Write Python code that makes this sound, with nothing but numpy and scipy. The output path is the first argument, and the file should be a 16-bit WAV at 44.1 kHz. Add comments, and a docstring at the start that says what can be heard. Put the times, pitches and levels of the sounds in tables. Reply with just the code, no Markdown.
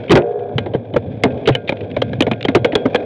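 """A mountain bike rolls over roots on a forest trail, heard from a camera fixed to the bike.
From the start, tyres rumble and hum, wind buffets and small parts tick. The first roots thud through
frame and mount and make chain and fittings clack; then the freewheel buzzes during a short coast.
More bumps follow, the hard ones overloading the microphone, and near the end three blows leave
the brake disc ringing faintly."""
import sys
import numpy as np
from scipy import signal
from scipy.fft import rfft, irfft, next_fast_len
from scipy.io import wavfile

SR = 44100
rng = np.random.default_rng(int(sys.argv[2]) if len(sys.argv) > 2 else 0)


def waveform_to_disk(signal):
    """Save audio, clipped to [-1, 1], as 16-bit WAV at the path in sys.argv[1]."""
    frames = np.transpose(np.atleast_2d(signal))
    scaled = np.clip(frames, -1, 1) * 32767
    samples = np.round(scaled).astype(np.int16)
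    wavfile.write(sys.argv[1], SR, samples)


N = 134505

# Levels in the tables are relative; each source applies its own gain.
# course of the rolling noise: time_s, rumble_db, hum_db, grit_db
ROLLING_LEVELS = [(0, -33, -25, -39.5), (0.219, -49, -27.5, -47), (.38, -42.5, -57, -50.5),
                  (0.52, -35, -24, -48), (.6, -26, -24.5, -49), (.86, -31, -28.5, -49.5),
                  (1.049, -26.5, -28, -46), (1.21, -26.5, -28.5, -43.5), (1.328, -28.5, -19.5, -41.5),
                  (1.629, -33.5, -30, -49.5), (1.8, -32.5, -26.5, -44), (2.03, -23.5, -28.5, -43.5),
                  (2.161, -21.5, -27, -42), (2.38, -32, -29.5, -45.5), (2.6, -29, -22.5, -47),
                  (3.05, -35, -20.5, -38)]
# light taps of chain and cables: start_s, level_db, pitch_hz, t60_s
SMALL_TAPS = [(0.08, -29.5, 2260, 0.057), (0.221, -27, 2330, 0.011), (.394, -35.5, 3070, 0.021),
              (1.305, -36.5, 1757, 0.057), (1.4573, -21, 2465, 0.071), (1.522, -30, 3020, 0.13),
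              (1.676, -26.5, 3620, 0.061), (1.681, -20, 3200, 0.036), (1.7696, -29.5, 2510, 0.031),
              (1.808, -27, 1935, 0.028), (1.914, -25.5, 2960, 0.017), (2.334, -22, 3500, 0.017),
              (2.409, -14, 3520, 0.016), (2.428, -3.5, 3580, 0.0072), (2.445, -23, 3080, 0.022),
              (2.722, -22, 1940, 0.043)]
# blows that excite the brake disc: start_s, level_db
DISC_BLOWS = [(2.549, -46), (2.649, -40.5), (2.757, -36)]
# a wheel drops into a hollow: start_s, level_db
TYRE_DROPS = [(.132, 1.5), (0.554, -6.5), (0.586, -31.5), (0.746, -13), (0.966, -9.5), (1.254, -10.5),
              (1.503, -1.5), (2.183, -10.5), (2.558, -10)]
# impacts on roots: start_s, thud_db, thud_hz, thud_t60_s, clack_db, clack_hz
ROOT_IMPACTS = [(0.096, -4.5, 185, 0.32, -14.5, 3080), (0.106, 8.5, 394.4, 0.096, -5.5, 2076),
                (.117, 15.5, 342, 0.028, 1.5, 3110), (0.127, 3, 276.4, 0.11, -6.5, 2540),
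                (.154, 7, 400.8, 0.16, -2.5, 2030), (0.17, 0.5, 564, 0.086, -8, 1980),
                (.582, -4, 457, 0.036, -4.5, 3050), (0.66, -7.5, 363, 0.044, -26, 2070),
                (0.737, -6, 450, 0.007, -25.5, 3000), (0.746, -2, 453.4, 0.045, -26.5, 3130),
                (0.938, -10.5, 301, 0.075, -24.5, 3040), (0.961, 5, 497, 0.047, -23.5, 2700),
                (1.236, 1.5, 454, 0.13, 1, 2126), (1.248, -2.5, 272, 0.081, -33.5, 2320),
                (1.474, 7.5, 437, 0.047, -3, 3050), (1.487, 7.5, 452.5, 0.053, -4, 1590),
                (1.551, -17, 455, 0.085, -3.5, 3000), (1.692, -5, 542, 0.043, -5.5, 2410),
                (1.722, -2.5, 547, 0.014, -17, 2320), (1.965, -3, 566, 0.043, -12, 2273),
                (2.0182, -1, 511, 0.02, -5.5, 3217), (2.132, -12.5, 470, 0.012, -18, 1660),
                (2.2059, 9.5, 308, 0.018, -1.5, 2444), (2.2216, -8, 508, 0.075, -4.5, 3000),
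                (2.267, -2.5, 422, 0.033, -14, 2210), (2.276, -5, 265, 0.034, -29, 2230),
                (2.3135, -6.5, 222.5, .09, -7, 2440), (2.45, -0.5, 397, 0.016, -8.5, 3180),
                (2.484, -2.5, 281.6, 0.079, -6.5, 2173), (2.549, 16.5, 372, 0.051, -3.5, 2627),
                (2.646, 4.5, 492, 0.063, -2.5, 2215), (2.73, -5, 290, 0.037, -28, 2200),
                (2.753, 0.5, 431, 0.065, -1, 3380), (2.854, 3.5, 265, 0.058, -23.5, 2150),
                (2.946, 1, 493.5, 0.05, -3, 2370), (2.957, -18.5, 448, 0.15, -5, 1667)]

# normal modes: frequency_hz, level_db, t60_s
FRAME_MODES = [(420, -31, .35), (474, -30, .35), (581, -31, .35), (705, -32, .35), (1430, -44, .34),
               (1590, -42, .42), (1650, -25, .05), (2130, -40, .15), (2480, -42, .22)]
DISC_MODES = [(3150, -8, .16), (3311, 0, .42), (3350, -8, .3)]

# spectra and transfer curves: frequency_hz, gain_db
RUMBLE_SPECTRUM = [(20, -30), (40, -24.5), (75, -17.5), (105, 5), (135, -2.5), (180, -9.5), (260, -4.5),
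                   (400, -39.5)]  # ground and wind
HUM_SPECTRUM = [(150, -20.5), (260, 0), (360, -3.5), (410, 2.5), (490, 4), (620, -1), (720, -4), (850, -15),
                (1100, -26)]  # tyre knobs
GRIT_SPECTRUM = [(600, -0.5), (1100, -16.5), (1600, 7), (1900, -4), (2400, 6.5), (2850, -8), (3400, 3),
                 (4100, -14), (5200, -23.5), (8000, -39), (15000, -59)]  # grit under the tread
TICK_SPECTRUM = [(600, -19), (1700, -1.5), (2500, 11), (3600, -0.5), (4700, -19.5), (6800, -39)]  # small parts
METAL_SPECTRUM = [(200, -41), (600, 8), (1000, -4.5), (1650, -7), (2200, -1.5), (2750, -6.5), (3200, -1.5),
                  (3800, -5), (4700, -26), (6800, -36)]  # chain and fittings
MOUNT_SPECTRUM = [(30, -23), (70, -6.5), (130, -1), (300, 3), (550, 2.5), (850, -6), (1200, -20.5),
                  (2000, -20)]  # camera mount
WHEEL_TO_CAMERA = [(280, -15.5), (400, 1), (490, 4.5), (600, -2.5), (720, -2.5), (1500, -18.5)]
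MIC_RESPONSE = [(20, -16), (62, 0), (3000, 0), (5000, -.5), (8000, -4), (12000, -6), (16000, -11)]

COAST_START_S, COAST_END_S, COAST_FADE_S, COAST_T60_S, COAST_DB = 0.16, 0.565, 0.04, 5.7, -19
PAWLS_PER_S, PAWL_JITTER, PAWL_SCRAPE = 59.3, 0.0535, 0.022
METAL_RISE_S, CLACK_HOLD_S, CLACK_T60_S = 0.00058, 0.0026, 0.023
LINKS_PER_S, CLATTER_T60_S, CLATTER_GAIN_DB = 1500, 0.09, -22
BUMP_RISE_S, FRAME_GAIN_DB, TICK_GAIN_DB = 0.0054, 5, 0.5
THUD_SAG, THUD_SAG_S = 0.1142, 0.0144  # the pitch starts this share high and sinks as far below


def amp(db):
    """Amplitude grows tenfold for every 20 dB."""
    return 10 ** (np.asarray(db) / 20)


def unit(x):
    """Normalisation to an rms of 1."""
    return x / np.sqrt(np.mean(x ** 2) + 1e-20)


def add(mix, start_s, sound):
    """Superposition: a sound sums into the mix from start_s on."""
    part = mix[max(round(start_s * SR), 0):][:len(sound)]
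    part += sound[:len(part)]


def colour(x, curve, skirt_db_per_octave=30):
    """Linear filtering by a gain curve that rolls off above its last point."""
    hz, db = np.transpose(curve)
    size = next_fast_len(len(x))
    octave = np.log2(np.fft.rfftfreq(size, 1 / SR) + 1)
    skirt_db = skirt_db_per_octave * np.maximum(octave - np.log2(hz[-1]), 0)
    gain = amp(np.interp(octave, np.log2(hz), db) - skirt_db)
    return irfft(rfft(x, size) * gain, size)[:len(x)]


def noise(spectrum, size):
    """Filtered white noise takes on the filter's spectrum; rms 1."""
    return unit(colour(rng.standard_normal(size), spectrum))


def drift(rate_hz):
    """Low-passed noise wanders at rates up to about rate_hz; rms 1."""
    rolloff = 1 + (np.fft.rfftfreq(N, 1 / SR) / rate_hz) ** 4
    return unit(irfft(rfft(rng.standard_normal(N)) / rolloff, N))


def fade(t, t60):
    """Damping: an exponential decay of 60 dB in t60 seconds."""
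    return np.exp(-np.log(1000) * t / t60)


def ring(modes):
    """Free vibration: a struck body sounds as a sum of damped normal modes."""
    t = np.arange(SR // 2) / SR
    return sum(rng.choice([-1, 1]) * amp(db) * fade(t, t60) * np.sin(2 * np.pi * hz * t)
               for hz, db, t60 in modes)


def flutter(spectrum, rate_hz, depth_db):
    """Amplitude modulation: uneven ground makes the level of a noise waver."""
    return unit(noise(spectrum, N) * amp(depth_db * drift(rate_hz)))


def rolling():
    """Random excitation: ground and wind rumble, tyre knobs hum, grit crunches under the tread."""
    times, *levels = np.transpose(ROLLING_LEVELS)
    rumble_db, hum_db, grit_db = (np.interp(np.arange(N) / SR, times, db) for db in levels)
    rumble = amp(rumble_db + 1.5) * flutter(RUMBLE_SPECTRUM, rate_hz=14, depth_db=2)
    grit = amp(grit_db - 4.5) * flutter(GRIT_SPECTRUM, rate_hz=70, depth_db=3.4)
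    hum = amp(hum_db - 3.5) * flutter(HUM_SPECTRUM, rate_hz=12, depth_db=1)
    return rumble + hum + grit


def freewheel(t60_scale=0.42):
    """Forced vibration: during the coast, clicking and scraping pawls drive the frame's modes."""
    t = np.arange(N) / SR
    teeth_passed = np.cumsum(PAWLS_PER_S * (1 + PAWL_JITTER * drift(rate_hz=21.27))) / SR
    clicks = np.diff(np.floor(teeth_passed), prepend=0)
    force = clicks + PAWL_SCRAPE * rng.standard_normal(N)
    impulse_response = ring([(hz, db, t60 * t60_scale) for hz, db, t60 in FRAME_MODES])
    buzz = unit(colour(signal.oaconvolve(force, impulse_response)[:N], WHEEL_TO_CAMERA))
    gate = np.clip(np.minimum(t - COAST_START_S, COAST_END_S - t) / COAST_FADE_S, 0, 1)
    return amp(COAST_DB) * fade(t - COAST_START_S, COAST_T60_S) * gate * buzz


def tick(hz, t60):
    """A light impact: a small part vibrates at a high pitch and is soon damped."""
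    t = np.arange(SR // 10) / SR
    vibration = 0.55 * np.sin(2 * np.pi * hz * t) + 0.8 * noise(TICK_SPECTRUM, len(t))
    return np.minimum(t / METAL_RISE_S, 1) * fade(t, t60) * vibration


def chain_clatter():
    """Shot noise: links settle in a dense, dying shower of tiny collisions."""
    t = np.arange(SR // 2) / SR
    clicks = rng.standard_normal(len(t)) * (rng.random(len(t)) < LINKS_PER_S / SR)
    return np.minimum(t / BUMP_RISE_S, 1) * fade(t, CLATTER_T60_S) * unit(colour(clicks, METAL_SPECTRUM))


def tyre_thump(hz=128.7, rise_s=0.007, t60=0.13):
    """A damped spring: the tyre squashes and rebounds with a soft, low boom."""
    t = np.arange(SR // 2) / SR
    return np.minimum(t / rise_s, 1) * fade(t, t60) * np.sin(2 * np.pi * hz * t)


def clack(hz):
    """Hard contact excites high modes: metal on metal gives one bright tone within a cluster."""
    t = np.arange(SR // 8) / SR
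    chime = 0.44 * np.sin(2 * np.pi * hz * t) + 0.36 * noise(METAL_SPECTRUM, len(t))
    return np.minimum(t / METAL_RISE_S, 1) * fade(np.maximum(t - CLACK_HOLD_S, 0), CLACK_T60_S) * chime


def mount_thud(hz, t60):
    """Damped oscillation: the camera mount swings at one sinking pitch among many blurred modes."""
    t = np.arange(SR // 4) / SR
    pitch_hz = hz * (1 - THUD_SAG + 2 * THUD_SAG * np.exp(-t / THUD_SAG_S))
    swing = 0.62 * np.sin(2 * np.pi * np.cumsum(pitch_hz) / SR) + 0.37 * noise(MOUNT_SPECTRUM, len(t))
    return np.minimum(t / BUMP_RISE_S, 1) * fade(np.maximum(t - BUMP_RISE_S, 0), t60) * swing


def bumps():
    """Impulsive excitation: roots jolt mount, fittings, frame and chain; tyres, taps and disc join in."""
    mix = np.zeros(N)
    for start_s, thud_db, thud_hz, thud_t60, clack_db, clack_hz in ROOT_IMPACTS:
        add(mix, start_s, amp(thud_db) * mount_thud(thud_hz, thud_t60))
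        add(mix, start_s, amp(clack_db) * clack(clack_hz))
        add(mix, start_s, amp(clack_db + FRAME_GAIN_DB) * ring(FRAME_MODES))
        # hard, long bumps shake the chain most
        shake = amp((thud_db + clack_db) / 2 + CLATTER_GAIN_DB) * min(2 * thud_t60 / CLATTER_T60_S, 1)
        add(mix, start_s, shake * chain_clatter())
    for start_s, db in TYRE_DROPS:
        add(mix, start_s, amp(db) * tyre_thump())
    for start_s, db, hz, t60 in SMALL_TAPS:
        add(mix, start_s, amp(db + TICK_GAIN_DB) * tick(hz, t60))
    for start_s, db in DISC_BLOWS:
        add(mix, start_s, amp(db) * ring(DISC_MODES))
    return mix


def scene():
    """Superposition of all the bike's sources, in mono."""
    return (bumps() + rolling() + freewheel())[None]


def record(dry):
    """Saturation: the microphone flattens hard knocks, then dulls the treble and limits the band."""
    ceiling, knee, cutoff_hz = 0.565, 10, 16100
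    clipped = dry[0] / (1 + abs(dry[0] / ceiling) ** knee) ** (1 / knee)
    low_pass = signal.firwin(255, cutoff_hz, window=("kaiser", 9), fs=SR)
    return signal.oaconvolve(colour(clipped, MIC_RESPONSE), low_pass, "same")[None]


dry = scene()
out = record(dry)
waveform_to_disk(out)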